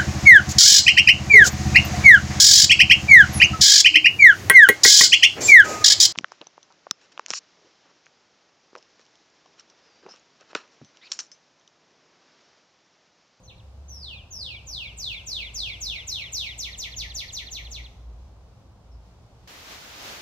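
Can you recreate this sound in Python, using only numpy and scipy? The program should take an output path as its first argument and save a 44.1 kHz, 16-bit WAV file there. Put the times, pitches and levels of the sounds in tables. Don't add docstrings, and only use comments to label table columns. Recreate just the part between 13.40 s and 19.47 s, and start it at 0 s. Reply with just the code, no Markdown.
import sys
import numpy as np
from scipy import signal
from scipy.fft import rfft, irfft, next_fast_len
from scipy.io import wavfile
from scipy.ndimage import uniform_filter1d

SR = 44100
rng = np.random.default_rng(int(sys.argv[2]) if len(sys.argv) > 2 else 0)


def bounce(signal):
    frames = np.transpose(np.atleast_2d(signal))
    limited = np.clip(frames, -1, 1)
    pcm = np.round(limited * 32767).astype(np.int16)
    wavfile.write(sys.argv[1], SR, pcm)


N = 267907
TIME = np.arange(N) / SR


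def undb(db):
    return 10 ** (np.asarray(db) / 20)


def unit(x):
    return x / np.sqrt(np.mean(x ** 2))


def curve(table):
    knots_s, values = np.transpose(table)
    return np.interp(TIME, knots_s, values)


def gain_at(points, hz):
    knots_hz, db = np.transpose(points)
    return undb(np.interp(np.log(np.maximum(hz, 1)), np.log(knots_hz), db))


def colour(x, points):
    length = x.shape[-1]
    size = next_fast_len(length)
    gain = gain_at(points, np.fft.rfftfreq(size, 1 / SR))
    return irfft(rfft(x, size) * gain, size)[..., :length]


def walk(rate_hz):
    hold = int(SR / rate_hz)
    held = np.repeat(rng.standard_normal(N // hold + 1), hold)
    smooth = uniform_filter1d(uniform_filter1d(held, hold), hold)
    return unit(smooth[:N])


def sine(hz):
    return np.sqrt(2) * np.sin(2 * np.pi * np.cumsum(hz) / SR)


def bed(points, side_db):
    mid, side = colour(rng.standard_normal((2, N)), points)
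    return unit(mid + undb(side_db) * side * np.array([[1], [-1]]))


# (time [s], level [dB])
AIR_LEVEL = [(0, -54), (1.2, -52), (4.3, -51.5), (4.7, -53), (6.07, -53.5)]
# (time [s], level [dB])
HISS_LEVEL = [(0, -66.5), (2.5, -58.5), (5.2, -67.5), (6.07, -65.5)]
# (frequency [Hz], level [dB])
LOW_COLOUR = [(15, -35), (25, -43), (37, 1), (52, 0.5), (80, 5), (115, 2.5), (135, -8.5), (185, -5.5),
              (220, -21), (350, -63)]
MID_COLOUR = [(120, -3.5), (220, 0.5), (400, -1), (700, 0), (1100, -5.5), (1600, -16.5), (2500, -39.5),
              (5000, -48)]
HISS_COLOUR = [(800, -3.5), (2000, -2), (3200, -2.5), (5200, -3.5), (6600, -6.5), (8500, -14.5),
               (11000, -19), (15000, -23)]


def air(low_trim_db=2, mid_trim_db=-6, hiss_flicker_db=0.93):
    air_db = curve(AIR_LEVEL)
    hiss_db = curve(HISS_LEVEL) + hiss_flicker_db * walk(11.0)
    low = bed(LOW_COLOUR, side_db=-21) * undb(air_db + low_trim_db)
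    middle = bed(MID_COLOUR, side_db=-9.0) * undb(air_db + mid_trim_db)
    hiss = bed(HISS_COLOUR, side_db=1) * undb(hiss_db)
    return low + middle + hiss


# (time [s], frequency [Hz])
RUMBLE_PITCH = [(0, 61.9), (.4, 68.04), (.9, 68.9), (1.7, 54.9), (2.4, 55), (3.1, 61.7), (3.4, 57.18),
                (6.07, 58.56)]
# (time [s], level [dB])
RUMBLE_LEVEL = [(0.0, -74), (0.01, -59.5), (0.46, -41.5), (0.79, -46.5), (0.88, -60.5), (0.93, -48),
                (2.5, -46), (2.65, -55.5), (3.73, -40), (3.85, -53.5), (4.28, -40.5), (4.51, -46),
                (4.53, -58), (4.67, -38), (5.27, -60), (5.56, -45.5), (5.78, -58), (5.9, -50), (5.97, -65),
                (6.07, -52)]


def rumble(drift_hz=1.84, flutter_db=2.0, trim_db=-0.8):
    hz = curve(RUMBLE_PITCH) + drift_hz * walk(25)
    db = curve(RUMBLE_LEVEL) + trim_db + flutter_db * walk(20)
    return sine(hz) * undb(db)


# (frequency [Hz], level [dB])
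HUM_LINES = [(119.5, -61), (170, -74.5), (240, -74.5)]
# (time [s], level [dB])
WHINE_LEVEL = [(0, -64.5), (1.1, -70.5), (1.5, -73), (6.07, -83)]
WHINE_HZ = 519


def hum(waver=0.00285, flicker_db=2):
    total = np.zeros(N)
    for line_hz, line_db in [*HUM_LINES, (WHINE_HZ, curve(WHINE_LEVEL))]:
        level = undb(line_db + flicker_db * walk(4.1))
        total += level * sine(line_hz * (1 + waver * walk(8.6)))
    return total


KNEE_HZ = 4250
HANDOVER_S = 0.016
LINGER_S = 0.0094
STEP_AT, STEP_WIDTH = 0.46, 0.094
STEP_S = 0.0066


def slur(t, fall_s, rest_s, top_hz, shelf_hz, end_hz, bend, settle):
    upper_s = fall_s - HANDOVER_S
    fallen = np.clip(t / upper_s, 0, 1) ** bend
    handed = np.clip((t - upper_s) / HANDOVER_S, 0, 1)
    slurred = 1 - np.clip(1 - (t - fall_s) / rest_s, 0, 1) ** settle
    step = np.tanh((slurred - STEP_AT) / STEP_WIDTH) + 1 - 2 * slurred
    slurred = slurred + STEP_S / rest_s * step
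    hz = top_hz * (shelf_hz / top_hz) ** fallen
    hz = hz * (KNEE_HZ / shelf_hz) ** handed
    hz = hz * (end_hz / KNEE_HZ) ** slurred
    return hz, handed


# (start [s], fall to knee [s], rest of slur [s],
# top pitch [Hz], shelf pitch [Hz], end pitch [Hz], bend of fall [exponent, <1 plunges, >1 hangs],
# settle of slur [exponent, >1 flattens out], level [dB], tilt [dB/octave], handover dip [dB, <0 lifts])
SONG = [ (.024, .054, .040, 6550, 5720, 2260, 2, 0.72, -54.5, -10.5, 27),
        (.479, 0.16, 0.12, 6400, 4850, 2400, 0.84, 1.15, -44.5, -6, -4.5),
        (.902, 0.12, 0.13, 7270, 4800, 2245, 0.57, 1.2, -39.5, -1.5, -1.5),
        (1.258, 0.082, 0.13, 8420, 5050, 2153, 0.51, 1.14, -39, -4, -3.5),
        (1.566, 0.069, 0.12, 8720, 5100, 2120, 0.75, 0.95, -36, -3, -3),
        (1.857, 0.066, 0.12, 8530, 4950, 2020, 0.6, 0.89, -34.5, -2, -1),
        (2.134, 0.062, 0.12, 8380, 5050, 2040, 0.64, 0.98, -33.5, -0.5, -2),
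        (2.401, 0.062, 0.12, 8470, 5100, 1980, 0.62, 1.01, -33, 0.5, 3),
        (2.665, 0.055, 0.12, 8420, 5200, 1910, .68, 0.86, -33, 0.5, 5),
        (2.918, .055, 0.12, 8635, 5350, 1910, 0.61, 0.95, -32, 2.5, -0.5),
        (3.175, .053, 0.071, 9070, 5400, 1800, 0.59, 1.32, -33.5, 2.3, 4),
        (3.372, 0.051, 0.059, 8960, 5500, 1770, 0.62, 1.26, -34.5, 1, 3),
        (3.556, 0.046, .060, 7155, 5600, 1730, 1.18, 1.33, -34, 0.5, 0),
        (3.738, 0.05, .057, 8680, 5450, 1760, 0.55, 1.28, -34, 1, -0.5),
        (3.918, 0.051, 0.06, 8760, 5550, 1762, 0.59, 1.2, -35, 0, 4),
        (4.103, 0.047, 0.056, 8100, 5650, 1780, 0.74, 1.01, -35.5, -0.5, 6.5),
        (4.301, 0.044, 0.058, 8190, 5600, 1885, 0.85, 1.22, -40, -0.5, 5), ]
# (start [s], length [s], top pitch [Hz], end pitch [Hz], level [dB])
CHIPS = [(5.511, 0.0406, 5760, 4600, -66)]


def notes():
    for start_s, fall_s, rest_s, top_hz, shelf_hz, end_hz, bend, settle, db, tilt_db, dip_db in SONG:
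        end_s = start_s + fall_s + rest_s + LINGER_S
        span = (TIME >= start_s) & (TIME < end_s)
        hz, handed = slur(TIME[span] - start_s, fall_s, rest_s, top_hz, shelf_hz, end_hz, bend, settle)
        course_db = tilt_db * np.log2(hz / KNEE_HZ) - dip_db * np.sin(np.pi * handed)
        yield span, hz, db, course_db
    for start_s, length_s, top_hz, end_hz, db in CHIPS:
        span = (TIME >= start_s) & (TIME < start_s + length_s)
        yield span, np.geomspace(top_hz, end_hz, span.sum()), db, 0


# (frequency [Hz], level [dB])
VOICE = [(1750, -11), (2000, -7.5), (2200, -4.5), (2600, -4), (3500, -0.5), (4250, 4), (5000, 0), (5700, 1),
         (6350, 0.65), (7000, -13), (8700, -8.5)]
# (frequency [Hz], level [dB])
OVERTONES = [(4000, -32), (7500, -25.5), (9500, -22.5), (10500, -21.5), (11400, -13.5), (12300, -15),
             (13200, -9), (14500, -2), (15500, -24)]
ATTACK_S, RELEASE_S = 0.011, 0.028


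def cardinal(waver=0.0025, wander=0.0047, flicker_db=0.68, overtone_flicker_db=1, switch_hz=3700,
             low_side_db=-7, upper_db=-14, full_voice_db=-35, brighten=0.24):
    whistle, overtones = np.zeros((2, N))
    tremble = 1 + waver * walk(160) + wander * walk(50)
    unsteady_db = flicker_db * walk(60)
    for span, pitch_hz, db, course_db in notes():
        hz = pitch_hz * tremble[span]
        t = np.arange(len(hz)) / SR
        phase = 2 * np.pi * np.cumsum(hz) / SR
        gate = np.clip(np.minimum(t / ATTACK_S, (t[-1] - t) / RELEASE_S), 0, 1)
        level = undb(db + course_db + unsteady_db[span])
        strength = np.sqrt(2) * gate * gain_at(VOICE, hz) * level
        whistle[span] += strength * np.sin(phase)
        low_side = undb(low_side_db) * np.clip((switch_hz - hz) / 500, 0, 1)
        upper = low_side * undb(upper_db)
        richness = undb(brighten * (db - full_voice_db))
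        for k, share in enumerate([1, low_side, upper, upper], 2):
            overtone = gain_at(OVERTONES, k * hz) * np.sin(k * phase)
            overtones[span] += strength * richness * share * overtone
    return whistle, overtones * undb(overtone_flicker_db * walk(70))


def scatter(delay_s, decay_s, db):
    age = TIME[:SR] - delay_s
    envelope = (age >= 0) * np.exp(-np.maximum(age, 0) / decay_s)
    burst = rng.standard_normal((2, SR)) * envelope
    return undb(db) * burst / np.sqrt(np.sum(burst ** 2, axis=1, keepdims=True))


def travel(x, response):
    response = response / np.sqrt(np.sum(response ** 2) / 2)
    return signal.fftconvolve(x[None], response, axes=1)[:, :N]


# (delay [s], relative level [dB], smear [s])
ECHOES = [(.0022, -0.5, 0.0017), (.011, 0.5, 0.00074), (0.0155, -46, .002), (0.029, -7.5, 0.00089)]
# (frequency [Hz], level [dB])
LEAVES = [(1800, 9.5), (4000, 2.5), (6500, 0), (13000, 0)]
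# (frequency [Hz], level [dB])
WALL = [(2000, -15), (3000, 5.5), (4300, 6), (5000, -3.5), (7000, -18)]
# (frequency [Hz], level [dB])
PATH = [(2250, -1), (2500, -1), (2780, 3.5), (3050, 1.5), (3430, 5), (3750, 1.5), (4200, 1.5), (5000, 2),
        (5550, 1.5), (5950, 3), (6500, 3), (7100, 9)]


def woods(whistle, overtones, direct_db=2, near_db=0, near_t60_s=0.19, far_db=-2.5, far_t60_s=0.54,
          deep_db=-23, deep_t60_s=2.13, wall_s=0.102, wall_smear_s=0.0004, wall_db=-9, beam_db=-9):
    tails = [(near_t60_s, near_db), (far_t60_s, far_db), (deep_t60_s, deep_db)]
    tail = sum(scatter(0.0037, t60_s / np.log(1000), db) for t60_s, db in tails)
    diffuse = colour(tail, LEAVES)
    diffuse += colour(scatter(wall_s, wall_smear_s, wall_db), WALL)
    early = sum(scatter(delay_s, smear_s, db) for delay_s, db, smear_s in ECHOES)
    early[0, 0] += undb(direct_db)
    early[1, 2] += undb(direct_db)
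    whistle_out = travel(colour(whistle, PATH), early + diffuse)
    overtones_out = travel(overtones, undb(beam_db) * early + diffuse)
    return whistle_out + overtones_out


def scene():
    return air() + rumble() + hum() + woods(*cardinal())


def record(dry):
    top_hz = 15700
    sections = signal.ellip(10, 0.2, 80, top_hz, fs=SR, output="sos")
    return signal.sosfilt(sections, dry)


dry = scene()
out = record(dry)
bounce(out)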